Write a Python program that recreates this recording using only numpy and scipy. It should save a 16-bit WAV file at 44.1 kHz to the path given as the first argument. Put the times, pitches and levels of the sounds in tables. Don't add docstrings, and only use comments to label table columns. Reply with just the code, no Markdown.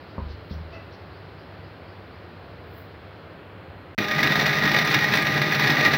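import sys
import numpy as np
from scipy import signal
from scipy.fft import rfft, irfft, next_fast_len
from scipy.io import wavfile

SR = 44100
rng = np.random.default_rng(int(sys.argv[2]) if len(sys.argv) > 2 else 0)


def transcribe(signal):
    frames = np.atleast_2d(signal).T
    limited = np.clip(frames, -1, 1)
    pcm = np.round(limited * 32767).astype(np.int16)
    wavfile.write(sys.argv[1], SR, pcm)


N = 263277
T = np.arange(N) / SR


def undb(db):
    return 10 ** (np.asarray(db) / 20)


def level(x, db):
    return x * undb(db) / np.sqrt(np.mean(x ** 2))


def peak_level(x, db):
    return x * undb(db) / np.abs(x).max()


def ramp(start_s, length_s):
    return np.clip((T - start_s) / length_s, 0, 1)


def burst(start_s, decay_s):
    return (T >= start_s) * np.exp(-np.maximum(T - start_s, 0) / decay_s)


def walk(rate):
    size = next_fast_len(N, real=True)
    f = np.arange(size // 2 + 1) * SR / size
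    spectrum = rfft(rng.standard_normal(size)) * np.exp(-(f / rate) ** 2)
    return level(irfft(spectrum, size)[:N], 0)


def tone(cycles, db):
    return np.sqrt(2) * undb(db) * np.sin(2 * np.pi * cycles)


def cut(x, kind, hz, order):
    return signal.sosfilt(signal.butter(order, hz, kind, fs=SR, output="sos"), x)


def through(x, response):
    return signal.fftconvolve(x, response)[:N]


def colour(points, resonances=(), size=SR // 2):
    hz, db = np.transpose(points)
    f = np.maximum(np.arange(size // 2 + 1) * SR / size, 1)
    peaks_db = sum(lift / (1 + (2 * (f - centre) / width) ** 2) for centre, width, lift in resonances)
    curve_db = np.interp(np.log(f), np.log(hz), db)
    cepstrum = irfft(np.log(undb(curve_db + peaks_db)))
    cepstrum[1:size // 2] *= 2
    cepstrum[size // 2 + 1:] = 0
    return irfft(np.exp(rfft(cepstrum)))


def noise(points):
    return level(through(rng.standard_normal(N), colour(points)), 0)


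def ring(modes):
    t = T[:SR // 2]
    return sum(undb(db) * 2 * np.pi * width / SR * np.exp(-np.pi * width * t) * np.sin(2 * np.pi * hz * t)
               for hz, width, db in modes)


def kitchen(x, t60_s, wet_db):
    t = T[:SR // 2]
    tail = rng.standard_normal(len(t)) * np.exp(-np.log(1000) * t / t60_s) * (t > .002)
    return x + undb(wet_db) * through(x, tail / np.linalg.norm(tail))


def room_tone():
    # (frequency [Hz], relative level [dB])
    rush_eq = [(30, -19), (50, -14), (80, 4), (100, 0), (125, -3.5), (165, -0.5), (215, -8.5), (310, -4.5),
               (570, -6.5), (900, -11.5), (1500, -13), (3400, -24), (5200, -50.5), (6700, -51.5),
               (9000, -53.5), (15500, -45.5)]
    # (time [s], level [dB])
    air_fade = [(0, -61), (3.2, -64), (3.5, -68)]
    # (frequency [Hz], level [dB])
    steady_tones = [(99.3, -52), (4126.6, -74)]
    rush = noise(rush_eq) * undb(-43)
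    air_db = np.interp(T, *np.transpose(air_fade))
    air = noise([(2500, -11), (4200, 6.5), (5100, -1), (6300, -26), (8000, -56)]) * undb(air_db)
    return rush + air + sum(tone(hz * T, db + 2 * walk(5)) for hz, db in steady_tones)


def hiss(rise_s=0.059, fall_s=0.041):
    # (time of the peak [s], level [dB])
    swells = [(.54, -64), (2.4, -78), (2.79, -52), (3.5, -78)]
    envelope = sum(undb(db) * np.exp(-np.maximum((s - T) / rise_s, (T - s) / fall_s)) for s, db in swells)
    return noise([(5000, -30), (9500, -26), (12500, -7), (15000, 2)]) * envelope * undb(2 * walk(60))


def bird(length_s=0.055, from_hz=4450, to_hz=5100, rasp_hz=857, clear_db=-64, hoarse_db=-54.5):
    # (time [s], level outside the window [dB])
    chirps = [(.071, -61), (0.281, -54.5), (0.495, -51), (0.715, -55), (.908, -55.5), (1.13, -63),
              (1.371, -60.5), (1.62, -63), (1.87, -60.5), (2.11, -64)]
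    out, shake = np.zeros(N), walk(760)
    progress = np.linspace(0, 1, int(length_s * SR))
    arch = np.sqrt(np.abs(np.sin(np.pi * progress)))
    for s, db in chirps:
        span = slice(int(s * SR), int(s * SR) + len(progress))
        hoarseness = np.interp(db, [clear_db, hoarse_db], [.1, 1])
        hz = from_hz + (to_hz - from_hz) * progress + hoarseness * rasp_hz * shake[span]
        out[span] += arch * tone(np.cumsum(hz) / SR, db)
    return kitchen(cut(out, "low", 4920, order=6), t60_s=0.32, wet_db=-2)


def squeak(start_s=.728, decay_s=0.06, attack_s=0.0064):
    # (frequency [Hz], width [Hz], relative level [dB])
    modes = [(663, 8.9, 4), (1350, 54, -12), (1995, 55, -8), (2623, 55, -5.5)]
    rasp = cut(through(rng.standard_normal(N), ring(modes)), "low", 2900, order=6)
    return level(rasp, -38.5) * (burst(start_s, decay_s) - burst(start_s, attack_s))


def bumps(rebounds=3, rebound_hz=118, rebound_db=-3):
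    # (time [s], relative push [dB], brightness [Hz], gap between rebounds [s])
    knocks = [(.181, -24, 1300, .041), (0.51, -25, 278, 0.05)]
    # (frequency [Hz], width [Hz], relative level [dB])
    modes = [(61, 4.7, 4), (78.7, 8.2, 13.5), (103, 14, 5), (161, 28, -2), (210, 99, -3.5), (401, 17, -5),
             (551, 35, -0.5), (940, 55, -10), (1000, 55, -6.5), (1120, 130, -22)]
    force = np.zeros(N)
    for s, db, bright_hz, gap_s in knocks:
        for k in range(rebounds + 1):
            push = np.zeros(N)
            push[int((s + k * gap_s) * SR)] = undb(db + k * rebound_db)
            force += cut(push, "low", rebound_hz if k else bright_hz, order=2)
    return kitchen(through(force, peak_level(ring(modes), 7)), t60_s=0.21, wet_db=1.0)


def pulp_load(attack_s=.025, release_s=.04):
    # (time [s], length [s], strength [0-1])
    gulps = [(3.92, 0.045, 0.6), (4.19, 0.043, 0.77), (4.357, .05, 0.74), (4.62, 0.052, .9),
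             (4.705, 0.064, 0.65), (4.892, 0.076, 0.77), (5.115, 0.053, 1), (5.325, .07, 0.7),
             (5.599, 0.1, 1), (5.76, 0.057, 1), (5.853, 0.067, 0.57)]
    return sum(strength * ramp(s, attack_s) * np.exp(-np.maximum(T - s - length, 0) / release_s)
               for s, length, strength in gulps)


def whine(hz=1192, db=-38.5):
    cycles = np.cumsum(hz + 8 * walk(14.8)) / SR
    return tone(cycles, db + 2 * walk(14))


def rocking(load, hz=149.8, wander_hz=8.85, throb_hz=15.0, throb_depth=0.59):
    cycles = np.cumsum(hz + wander_hz * walk(31.9)) / SR
    throb_cycles = np.cumsum(throb_hz * (1 + 0.146 * walk(4.7))) / SR
    throb = 1 + throb_depth * np.sin(2 * np.pi * throb_cycles)
    return throb * tone(cycles, -32 + 0.5 * load + 1.4 * walk(9.8))


def motor(turns, waver_db=2.0):
    # (shaft order [cycles per turn], level [dB])
    partials = [(1, -39), (2, -44), (3, -43), (4, -46), (6, -35.5), (9, -46), (12, -50.5)]
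    hum = np.zeros(N)
    for order, db in partials:
        wavering_db = db + waver_db * walk(19)
        hum += tone(order * turns + rng.random(), wavering_db)
    return hum


def grit(turns, per_s, spread_db, bunching, surge_db):
    chance = per_s / SR * (1 + bunching * np.cos(2 * np.pi * turns))
    size = undb(spread_db * np.minimum(rng.exponential(size=N), 4)) * rng.choice([-1, 1], N)
    hits = rng.random(N) < chance
    return level(hits * size * undb(surge_db * walk(57)), 0)


def slosh(turns, load, rest_db=-36, lift_db=8.5):
    # (frequency [Hz], relative level [dB])
    pulp_eq = [(35, -59), (60, -4), (90, -5), (125, 2), (185, 0), (240, 4), (330, 1), (450, -6.5),
               (800, -17), (2000, -60)]
    slaps = grit(turns, per_s=900, spread_db=5.0, bunching=.2, surge_db=0.5)
    return level(through(slaps, colour(pulp_eq)), 0) * undb(rest_db + lift_db * load)


def ice_chunks(jar, crumble_s=0.0067, shards_s=0.026, click_db=-23, scatter_db=3):
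    # (time [s], peak before the low cut [dB])
    strikes = [(3.9848, -10), (4.0841, -13), (4.1126, -10), (4.2298, -6), (4.2732, -10), (4.3206, -8),
               (4.3565, -7), (4.3974, -9), (4.4643, -8), (4.5845, -12), (4.6364, -11), (4.6754, -11),
               (4.7157, -9), (4.7631, -9), (4.7875, -5), (4.8744, -10), (4.9427, -8), (4.9884, -8),
               (5.0414, -10), (5.1367, -5), (5.1524, -9), (5.1716, -6), (5.2689, -9), (5.4166, -7),
               (5.5223, -9), (5.5474, -10), (5.5967, -7), (5.6221, -10), (5.672, -10), (5.7024, -6),
               (5.7683, -9), (5.8501, -7), (5.9344, -9)]
    glass = colour([(3000, -27), (9000, -14), (12000, -3), (15000, 20)])
    out, t = np.zeros(N + SR), T[:SR // 10]
    for s, db in strikes:
        crumble = rng.standard_normal(len(t)) * np.exp(-t / crumble_s)
        shards = rng.standard_normal(len(t)) * np.exp(-t / shards_s) * undb(-14.5)
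        knock = peak_level(signal.fftconvolve(crumble + shards, jar), db)
        knock = cut(knock, "high", 1310, order=1)
        click = signal.fftconvolve(crumble * np.abs(crumble), glass)
        click = peak_level(click, db + click_db + scatter_db * rng.standard_normal())
        start = int(s * SR)
        out[start:start + len(knock)] += knock + click
    return out[:N]


def rattle(turns, drive_db):
    # (frequency [Hz], relative level [dB])
    crack_eq = [(60, -60), (200, 2), (420, 3), (700, 5.5), (1050, 2.5), (1400, 5), (2100, 8.5), (2650, 3),
                (3200, -3), (4100, 1), (5900, -10.5), (6600, -20), (8700, -33), (15600, -13)]
    # (frequency [Hz], width [Hz], lift [dB])
    mid_peaks = [(803, 14, 5), (835, 18, 7), (1177, 20, 3), (1526, 26, 6), (1672, 70, 7), (1890, 70, 12),
                 (1962, 50, 9.5), (2177, 40, 5), (2305, 25, 3), (2443, 40, 8)]
    # (frequency [Hz], width [Hz], lift [dB])
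    glass_modes = [(3555, 310, 6.5), (3795, 65, 5.5), (4230, 23, 2.5), (4300, 22, -5), (4610, 30, 4),
                   (5170, 50, 4.5), (5800, 160, 7), (8370, 160, 5.5)]
    jar = colour(crack_eq, mid_peaks + glass_modes)
    jar /= np.linalg.norm(jar)
    tick = colour([(3000, -20), (7000, -21), (8300, -9), (9500, -9.5), (15000, -30)])
    bits = grit(turns, per_s=3800, spread_db=1, bunching=.2, surge_db=2) * undb(drive_db)
    seeds = grit(turns, per_s=90, spread_db=8, bunching=.29, surge_db=2) * undb(drive_db - 19.5)
    return through(bits, jar) + through(seeds, tick) + ice_chunks(jar)


def blender(free_hz=204.55, sag_hz=2.3, drag_hz=1.8, inertia_s=0.088):
    load = pulp_load()
    grip = ramp(4.14, 0.014)
    drag = ramp(5.63, 0.21)
    sag = cut(load, "low", 1 / (2 * np.pi * inertia_s), order=1)
    shaft_hz = free_hz - sag_hz * sag - drag_hz * drag
    turns = np.cumsum(shaft_hz * (1 + .0042 * walk(30))) / SR
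    contents = rattle(turns, drive_db=-27 + 3 * grip + 2 * load) + slosh(turns, load)
    churn = kitchen(contents, t60_s=0.21, wet_db=-9.5)
    return churn + grip * rocking(load) + motor(turns) + drag * whine()


def scene(room_ends_s=3.948, blender_starts_s=3.979):
    quiet = room_tone() + bumps() + bird() + squeak() + hiss()
    return (quiet * (T < room_ends_s) + blender() * (T >= blender_starts_s))[None]


def record(dry):
    top_cut = signal.ellip(12, .2, 80, 15800, fs=SR, output="sos")
    return signal.sosfilt(top_cut, cut(dry, "high", 40, order=4))


dry = scene()
out = record(dry)
transcribe(out)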